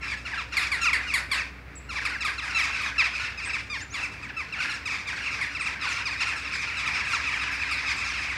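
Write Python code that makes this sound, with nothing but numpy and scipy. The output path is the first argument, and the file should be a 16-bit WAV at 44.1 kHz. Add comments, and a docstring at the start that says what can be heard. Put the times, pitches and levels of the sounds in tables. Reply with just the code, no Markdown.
"""Jackdaws over open fields at dusk. Traffic, a far engine and a wash of distant birds sound throughout.
From the start the flock calls in volleys of ringing 'kya', each a short falling stack of harmonics;
ground and trees throw the calls back. Hard, rasping 'tchak' calls join at 0.6 s.
Between 1.7 and 5.7 s a small bird chips five times. From about 5.5 s the volleys merge into one
dense clamour with single yelps in it, at full strength from 7 s to the end."""
import sys
import numpy as np
from scipy import signal
from scipy.fft import rfft, irfft
from scipy.io import wavfile
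from scipy.ndimage import uniform_filter1d

SR = 44100
rng = np.random.default_rng(int(sys.argv[2]) if len(sys.argv) > 2 else 0)


def dump_mix(stems):
    """Bounce the given channels to the path in sys.argv[1] as a 16-bit WAV at rate SR."""
    frames = np.atleast_2d(stems).T  # one column per channel
    limited = np.clip(frames, -1, 1)  # hard clip at full scale
    pcm = np.round(limited * 32767).astype(np.int16)
    wavfile.write(sys.argv[1], SR, pcm)


N = 369116


def undb(db):
    """Decibels to gain."""
    return 10 ** (np.asarray(db) / 20)


def unit(x):
    """Scale to rms 1."""
    return x / np.sqrt(np.mean(x ** 2) + 1e-18)


def curve(table):
    """Each column of a time table, linearly interpolated."""
    s, *columns = np.transpose(table)
    return [np.interp(np.arange(N) / SR, s, c) for c in columns]


def gain_at(hz, spectrum):
    """Gain of a (frequency [Hz], level [dB]) spectrum at hz."""
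    f, db = np.transpose(spectrum)
    return undb(np.interp(np.log(hz + 1), np.log(f), db))


def noise(spectrum, size=N):
    """Coloured noise, rms 1."""
    gains = gain_at(np.fft.rfftfreq(size, 1 / SR), spectrum)
    return unit(irfft(rfft(rng.standard_normal(size)) * gains, size))


def wander(size, rate_hz):
    """Random values at rate_hz, linearly interpolated."""
    at = np.arange(size) * rate_hz / SR
    points = np.random.default_rng(rng.integers(2 ** 31)).standard_normal(int(at[-1]) + 2)
    return np.interp(at, np.arange(len(points)), points)


def add(out, start_s, x):
    """Mix x in at start_s."""
    i = int(np.clip(start_s * SR, 0, N))
    out[i:i + len(x)] += x[:N - i]


# Traffic spectrum: (frequency [Hz], relative density [dB])
TRAFFIC_SPECTRUM = [(22, -42), (48, -11), (80, 3), (105, 0), (170, -6), (245, -9), (283, -6), (320, -11.5),
                    (480, -13), (700, -17), (1500, -21), (3500, -36), (8000, -43), (15000, -46)]
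# Traffic swell: (time [s], relative level [dB])
TRAFFIC_SWELL = [(0, -43.5), (2.5, -45), (5, -44.5), (8.37, -44)]
def traffic(gain_db=-3.0):
    """Far traffic: a low, gently swelling rumble."""
    return noise(TRAFFIC_SPECTRUM) * undb(curve(TRAFFIC_SWELL)[0] + gain_db + .5 * wander(N, 3.15))


# Engine run: (time [s], firing rate [Hz], level [dB])
ENGINE_RUN = [(0, 62.5, -46.5), (1.2, 62.8, -46), (2.4, 63, -46.5), (3.6, 62.4, -49.5), (4.8, 62.4, -54),
              (6, 63, -51), (7.2, 63, -48.5), (8.37, 62.6, -47.5)]
def engine():
    """A far engine drones at its slightly unsteady firing rate."""
    hz, db = curve(ENGINE_RUN)
    firing_hz = hz * (1 + 0.0072 * wander(N, 3.1))
    return unit(np.sin(2 * np.pi * np.cumsum(firing_hz) / SR)) * undb(db)


def road_whine(hz=284, level_db=-61):
    """A faint tone, wavering in pitch and level."""
    pitch_hz = hz * (1 + 0.01215 * wander(N, 11))
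    tone = np.sin(2 * np.pi * np.cumsum(pitch_hz) / SR)
    return unit(tone * undb(2 * wander(N, 2.3))) * undb(level_db)


# Farthest birds, dulled by the air: (frequency [Hz], relative density [dB])
WASH_SPECTRUM = [(600, -16), (1200, -3), (2000, 0), (2400, 0), (2700, -4), (3000, -15), (5000, -17),
                 (6300, -27), (15000, -55)]
# Their swell: (time [s], level [dB])
WASH_SWELL = [(0, -49), (1.8, -50), (4.3, -47), (8.37, -43)]
def far_flock():
    """Distant calls merge into a dull, restless wash of noise."""
    return noise(WASH_SPECTRUM) * undb(curve(WASH_SWELL)[0] + wander(N, 33))


def voice(pitch_hz, rasp, colour, tilt_db_oct, spread_db=3.0, rasp_hz=900, shimmer=5, harmonics=13):
    """Harmonics of an uneven pitch slide under a fixed tone colour, their levels varied for each call."""
    size = len(pitch_hz)
    phase = 2 * np.pi * np.cumsum(pitch_hz * (1 + rasp * wander(size, 2 * rasp_hz))) / SR
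    k = np.arange(1, harmonics + 1)[:, None]
    octaves_up = np.log2(np.maximum(k * pitch_hz / 2400, 1))
    own_db = spread_db * rng.standard_normal((harmonics, 1))
    gains = gain_at(k * pitch_hz, colour) * undb(tilt_db_oct * octaves_up + own_db)
    tone = (gains * np.sin(k * phase + rng.uniform(0, 2 * np.pi, (harmonics, 1)))).sum(axis=0)
    return tone * (1 + shimmer * rasp * wander(size, rasp_hz))


# Tone colour of a 'kya' as heard, strong near 1.6-2.5 kHz; a dip at 3 kHz runs through the whole scene:
# (frequency [Hz], gain [dB])
KYA_COLOUR = [(600, -5), (900, -7), (1250, -11), (1400, -6), (1600, 14), (2000, 2.5), (2400, 3),
              (2720, 0.5), (3000, -9.5), (4000, -12), (5100, -9), (6200, -19), (8200, -24.5), (11000, -39),
              (15000, -58)]
def kya(length_s, hz, fall, tilt_db_oct, rough, attack_s=0.005, max_drop_s=.046, sag_per_s=.4):
    """One 'kya': the pitch nearly holds, then drops while the cycles grow uneven."""
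    crest, release, end = 0.12, 0.78, 1.456  # in units of drop_s
    drop_s = np.clip(length_s, .01, max_drop_s)
    hold_s = max(length_s - drop_s, 0)
    t = np.arange(int((hold_s + drop_s * end) * SR)) / SR
    u = np.maximum(t - hold_s, 0) / drop_s
    dive = u * (u - crest) / (1 - crest) / (1 + 0.1406 * u ** 4)
    pitch_hz = hz * (1 - sag_per_s * t - np.clip(fall, 0, .6) * dive)
    rasp = rough * (0.25 + u ** 3)
    envelope = np.clip(t / attack_s, 0, 1) * np.clip((end - u) / release, 0, 1)
    return unit(voice(pitch_hz, rasp, KYA_COLOUR, tilt_db_oct - 1.7) * envelope)


# Near 'kya' calls:
# (time [s], nominal length [s], pitch [Hz], relative level [dB], relative treble tilt [dB/oct])
KYA_CALLS = [(0.024, 0.021, 1244, -34, -19), (0.111, 0.03, 1178, -30.5, -6),
             (0.25, 0.028, 1433, -31.5, 0.5), (0.314, 0.032, 995, -31, -10),
             (0.374, 0.037, 1382, -28.5, -5), (0.521, 0.025, 1434, -30.5, 1.5),
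             (0.812, 0.051, 1385, -23, 4), (0.853, 0.042, 1412, -19.5, -4), (0.985, 0.027, 1092, -31, -27),
             (1.07, 0.05, 1434, -28.5, -5), (1.374, 0.04, 1351, -27, -3.5), (1.889, 0.031, 1413, -32.5, 0),
             (1.957, 0.029, 1194, -27.5, -3), (2.13, 0.031, 1098, -30.5, -1),
             (2.204, 0.029, 1366, -27.5, 2), (2.378, 0.024, 1390, -29, -1), (2.545, 0.065, 1350, -22, 0.5),
             (2.628, 0.024, 1313, -27, -10), (2.979, 0.04, 1350, -17, -1.5), (3.038, 0.04, 1357, -26, 2),
             (3.373, 0.041, 1290, -33, 3), (3.492, 0.02, 1370, -27, -2), (3.531, 0.032, 1339, -26.5, 2),
             (3.697, 0.064, 1219, -28.5, -0.5), (3.757, 0.069, 1100, -37, 7.5),
             (4.025, 0.034, 1354, -27, 5.5), (4.226, 0.037, 1286, -35.5, 0.5),
             (4.284, 0.023, 1002, -34.5, -6), (4.364, 0.055, 1330, -28.5, 0.5),
             (4.521, 0.028, 1367, -29.5, -1), (4.585, 0.035, 1440, -28.5, -1),
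             (4.854, 0.032, 1284, -27.5, 2.5), (4.897, 0.03, 1330, -29.5, -3),
             (5.07, 0.031, 1237, -29, 3.5), (5.257, 0.03, 1400, -26.5, -1),
             (5.311, 0.036, 1407, -34.5, -0.5), (5.546, 0.03, 1358, -29, -1),
             (5.593, 0.03, 1372, -26, -1.5), (5.657, 0.025, 1364, -25, 0.5), (5.809, 0.031, 1343, -31.5, 2),
             (5.831, 0.032, 1254, -27.5, 1.5), (6.053, 0.035, 1260, -26, 2.5),
             (6.107, 0.043, 1270, -29.5, 1.5), (6.203, 0.032, 1400, -24, 1), (6.267, 0.034, 1435, -31, 4),
             (6.444, 0.051, 1370, -34.5, -1), (6.667, 0.044, 1325, -30.5, -15),
             (6.765, 0.039, 1346, -28.5, 2), (6.86, 0.022, 1315, -27, 3), (6.932, 0.038, 1260, -27, 4),
             (6.969, 0.045, 1356, -30, -3), (7.076, 0.047, 1322, -29, 5), (7.13, 0.033, 1383, -23.5, 0),
             (7.175, 0.024, 1383, -40, -10), (7.268, 0.032, 1302, -26.5, 1.5),
             (7.318, 0.034, 1296, -28, -19), (7.41, 0.035, 1303, -29.5, 2), (7.467, 0.019, 1352, -28, -3),
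             (7.511, 0.045, 1362, -39, 11), (7.86, 0.034, 1300, -26.5, -2), (7.897, 0.031, 1258, -30, 3),
             (8.015, 0.03, 1370, -30, -10), (8.065, 0.037, 1402, -33, -9)]
def near_kyas(fall=.24, rough=0.024, gain_db=-4.5):
    """Ringing calls of the nearest birds, as (time [s], sound)."""
    return [(s, kya(length_s, hz, fall, tilt, rough) * undb(db + gain_db))
            for s, length_s, hz, db, tilt in KYA_CALLS]


def smear(x, spread_s):
    """A reflection from many branches, spread over spread_s."""
    size = int(spread_s * SR)
    branches = wander(size, SR) * np.hanning(size)
    return signal.fftconvolve(x, branches / np.linalg.norm(branches))


def with_reflections(calls, ground_db=-9, trees_db=-9, spread_s=0.023):
    """Each call, its quick bounce off the ground and a later, smeared one off the trees."""
    out = np.zeros(N)
    for (s, call), (ground, trees) in zip(calls, rng.random((len(calls), 2))):
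        add(out, s, call)
        add(out, s + 0.0018 + .007 * ground, call * undb(ground_db))
        add(out, s + .015 + 0.023 * trees, smear(call, spread_s) * undb(trees_db))
    return out


def wood_edge(x, t60_s=0.34, split_hz=5000, build_s=0.026, treble_db=-2):
    """Trunks and twigs scatter a short tail with slightly softened treble."""
    t = np.arange(SR) / SR
    low = signal.sosfilt(signal.butter(2, split_hz, fs=SR, output="sos"), rng.standard_normal(SR))
    high = signal.sosfilt(signal.butter(2, split_hz, "high", fs=SR, output="sos"), rng.standard_normal(SR))
    envelope = (1 - np.exp(-t / build_s)) * undb(-60 * t / t60_s)
    tail = (low + undb(treble_db) * high) * envelope / np.linalg.norm(envelope)
    return signal.fftconvolve(x, tail)[:N]


# Volleys, one bird setting off its neighbours: (time [s], hold [s], relative level [dB])
FLOCK_VOLLEYS = [(0.052, 0.071, -31), (0.295, 0.1, -33.5), (0.565, 0.09, -29), (0.754, 0.45, -35),
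                 (1.343, 0.034, -28.5), (1.953, 0.17, -32.5), (2.262, 0.029, -28.5), (2.448, 0.094, -30),
                 (2.583, 0.3, -27.5), (3.001, 0.059, -29), (3.158, 0.11, -28.5), (3.423, 0.16, -32),
                 (3.969, 0.059, -32.5), (4.08, 0.16, -42.5), (4.41, 0.075, -41.5), (4.591, 0.13, -28),
                 (4.917, 0.053, -29.5), (5.102, 0.35, -32), (5.666, 0.05, -32.5), (5.856, 0.14, -29),
                 (6.23, 0.11, -29.5), (6.54, 0.092, -31)]
# Clamour, growing as the main flock comes overhead: (time [s], relative level [dB])
CLAMOUR_SWELL = [(0, -88), (4.3, -52), (5.7, -37.5), (6.1, -35.5), (6.7, -34), (6.9, -29), (7.4, -30),
                 (8.37, -29.5)]
def flock_envelope(rise_s=0.056, fade_tau_s=0.056):
    """Each volley builds, holds and dies away; its power adds to the clamour's."""
    t = np.arange(N) / SR
    power = undb(curve(CLAMOUR_SWELL)[0]) ** 2
    for s, hold_s, db in FLOCK_VOLLEYS:
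        rise = np.clip(1 + (t - s) / rise_s, 0, 1)
        fade = np.exp(-np.maximum(t - s - hold_s, 0) / fade_tau_s)
        power += (undb(db) * rise * fade) ** 2
    return np.sqrt(power)


def flock(count=560, hz=1290, spread_hz=125, length_s=.032, rough=0.081, distance_db=7.0, gain_db=-2):
    """Many birds further off, each at its own pitch and distance, calling in waves."""
    out = np.zeros(N)
    for i, (jitter, detune, stretch, fall, near) in enumerate(rng.standard_normal((count, 5))):
        s = i / count * N / SR + .012 * jitter
        nearness = np.tanh(near)
        call = kya(length_s * np.exp(.25 * stretch), hz + spread_hz * detune,
                   fall=.27 + 0.0604 * fall, tilt_db_oct=1.3 + 2.2 * nearness, rough=rough)
        add(out, s, call * undb(distance_db * nearness))
        add(out, s, smear(call, spread_s=0.055))  # scattered part: independent of distance
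    running_rms = np.sqrt(np.abs(uniform_filter1d(out ** 2, SR // 14)) + 1e-6)
    return out / running_rms * flock_envelope() * undb(gain_db)


# Tone colour of a 'tchak' as heard, strong near 1.6-2.5 kHz; a dip at 3 kHz runs through the whole scene:
# (frequency [Hz], gain [dB])
TCHAK_COLOUR = [(600, -21.5), (1000, -11.5), (1550, 3), (2000, 6.5), (2450, 4.5), (3000, -12), (3700, -9.5),
                (4800, -12), (6100, -36.5), (6900, -24), (10500, -33.5), (13000, -47.5), (15500, -54)]
def tchak(length_s, hz, tilt_db_oct, fall=.35, hiss_db=-12, hiss_tau_s=0.055, hiss_db_oct=-5.5):
    """One 'tchak': a hard onset that sinks at once in pitch and breaks up into a hoarse hiss."""
    attack, decay = 0.077, 0.84  # in units of length_s
    t = np.arange(SR // 7) / SR
    u = t / length_s
    pitch_hz = hz * (1.05 - fall * np.tanh(u))
    breakup = np.minimum(u, 1) ** 2
    tone = unit(voice(pitch_hz, .014 + .04 * breakup, TCHAK_COLOUR, tilt_db_oct))
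    envelope = np.clip(u / attack, 0, 1) * np.exp(-(u / decay) ** 1.4)
    hiss_spectrum = [(f, db + hiss_db_oct * np.log2(f / 2400)) for f, db in TCHAK_COLOUR]
    hiss = noise(hiss_spectrum, len(t)) * breakup * np.exp(-np.maximum(t - length_s, 0) / hiss_tau_s)
    return tone * envelope + undb(hiss_db) * hiss


# Near 'tchak' calls:
# (time [s], nominal length [s], nominal pitch [Hz], relative level [dB], treble tilt [dB/oct])
TCHAK_CALLS = [(0.567, 0.034, 1163, -22.5, 8), (0.619, 0.036, 1225, -29, 6),
               (0.715, 0.047, 1170, -25.5, 4.5), (0.93, 0.024, 1131, -19.5, 5),
               (1.137, 0.035, 1142, -22, 8), (1.313, 0.047, 1142, -22.5, 4), (2.051, 0.023, 1287, -24, 2.5),
               (2.246, 0.038, 1284, -27, 4), (2.587, 0.031, 1238, -31.5, 8), (2.81, 0.036, 1230, -35, 6),
               (3.939, 0.044, 1164, -30, 4), (5.41, 0.042, 1110, -29.5, 5.5),
               (7.709, 0.045, 1260, -29.5, 4)]
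def near_tchaks(gain_db=3.0):
    """Rasping calls of the nearest birds, as (time [s], sound)."""
    return [(s, tchak(length_s, hz, tilt) * undb(db + gain_db))
            for s, length_s, hz, db, tilt in TCHAK_CALLS]


# Chips: (time [s], length [s], nominal pitch [Hz], level [dB], rise time constant [share of length])
BIRD_CHIPS = [(1.753, 0.042, 7860, -46, 0.057), (3.445, 0.05, 8400, -44.5, 0.11),
              (3.803, 0.04, 8500, -46, 0.56), (3.9, 0.063, 8500, -47, 0.69),
              (5.599, 0.054, 8670, -47, 0.12)]
def small_bird():
    """Thin whistled chips that flick up, then level off or sink."""
    out = np.zeros(N)
    for s, length_s, hz, db, rise in BIRD_CHIPS:
        u = np.linspace(0, 1, int(length_s * SR))
        pitch_hz = hz * (1.02 - 0.39 * np.exp(-u / rise) - 0.118 * u ** 2)
        whistle = np.sin(2 * np.pi * np.cumsum(pitch_hz) / SR)
        envelope = np.sqrt(np.abs(np.sin(np.pi * u)))
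        add(out, s, unit(whistle * envelope) * undb(db))
    return out


def yelps(per_s=10, hz=1332, spread_hz=40, length_s=0.03, gain_db=-5.5, spread_db=2.0):
    """Fairly near birds call at loose intervals, louder as the clamour grows; as (time [s], sound)."""
    calls = []
    for i, (jitter, detune, stretch, near) in enumerate(rng.standard_normal((int(per_s * N / SR), 4))):
        s = (i + .3 * jitter) / per_s
        db = np.interp(s, *np.transpose(CLAMOUR_SWELL)) + gain_db + spread_db * near
        call = kya(length_s * np.exp(.15 * stretch), hz + spread_hz * detune,
                   fall=.2, tilt_db_oct=-2, rough=0.024)
        calls.append((s, call * undb(db)))
    return calls


def scene(wood_db=-11):
    """Birds, their tail from the trees and the far background, in mono."""
    birds = with_reflections(near_kyas() + near_tchaks() + yelps()) + flock() + small_bird()
    tail = undb(wood_db) * wood_edge(birds)
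    background = far_flock() + engine() + road_whine() + traffic()
    return (birds + tail + background)[None]


def record(dry, cutoff_hz=15700):
    """Steep low-pass on the top treble."""
    return signal.sosfilt(signal.ellip(10, .2, 70, cutoff_hz, fs=SR, output="sos"), dry)


dry = scene()
out = record(dry)
dump_mix(out)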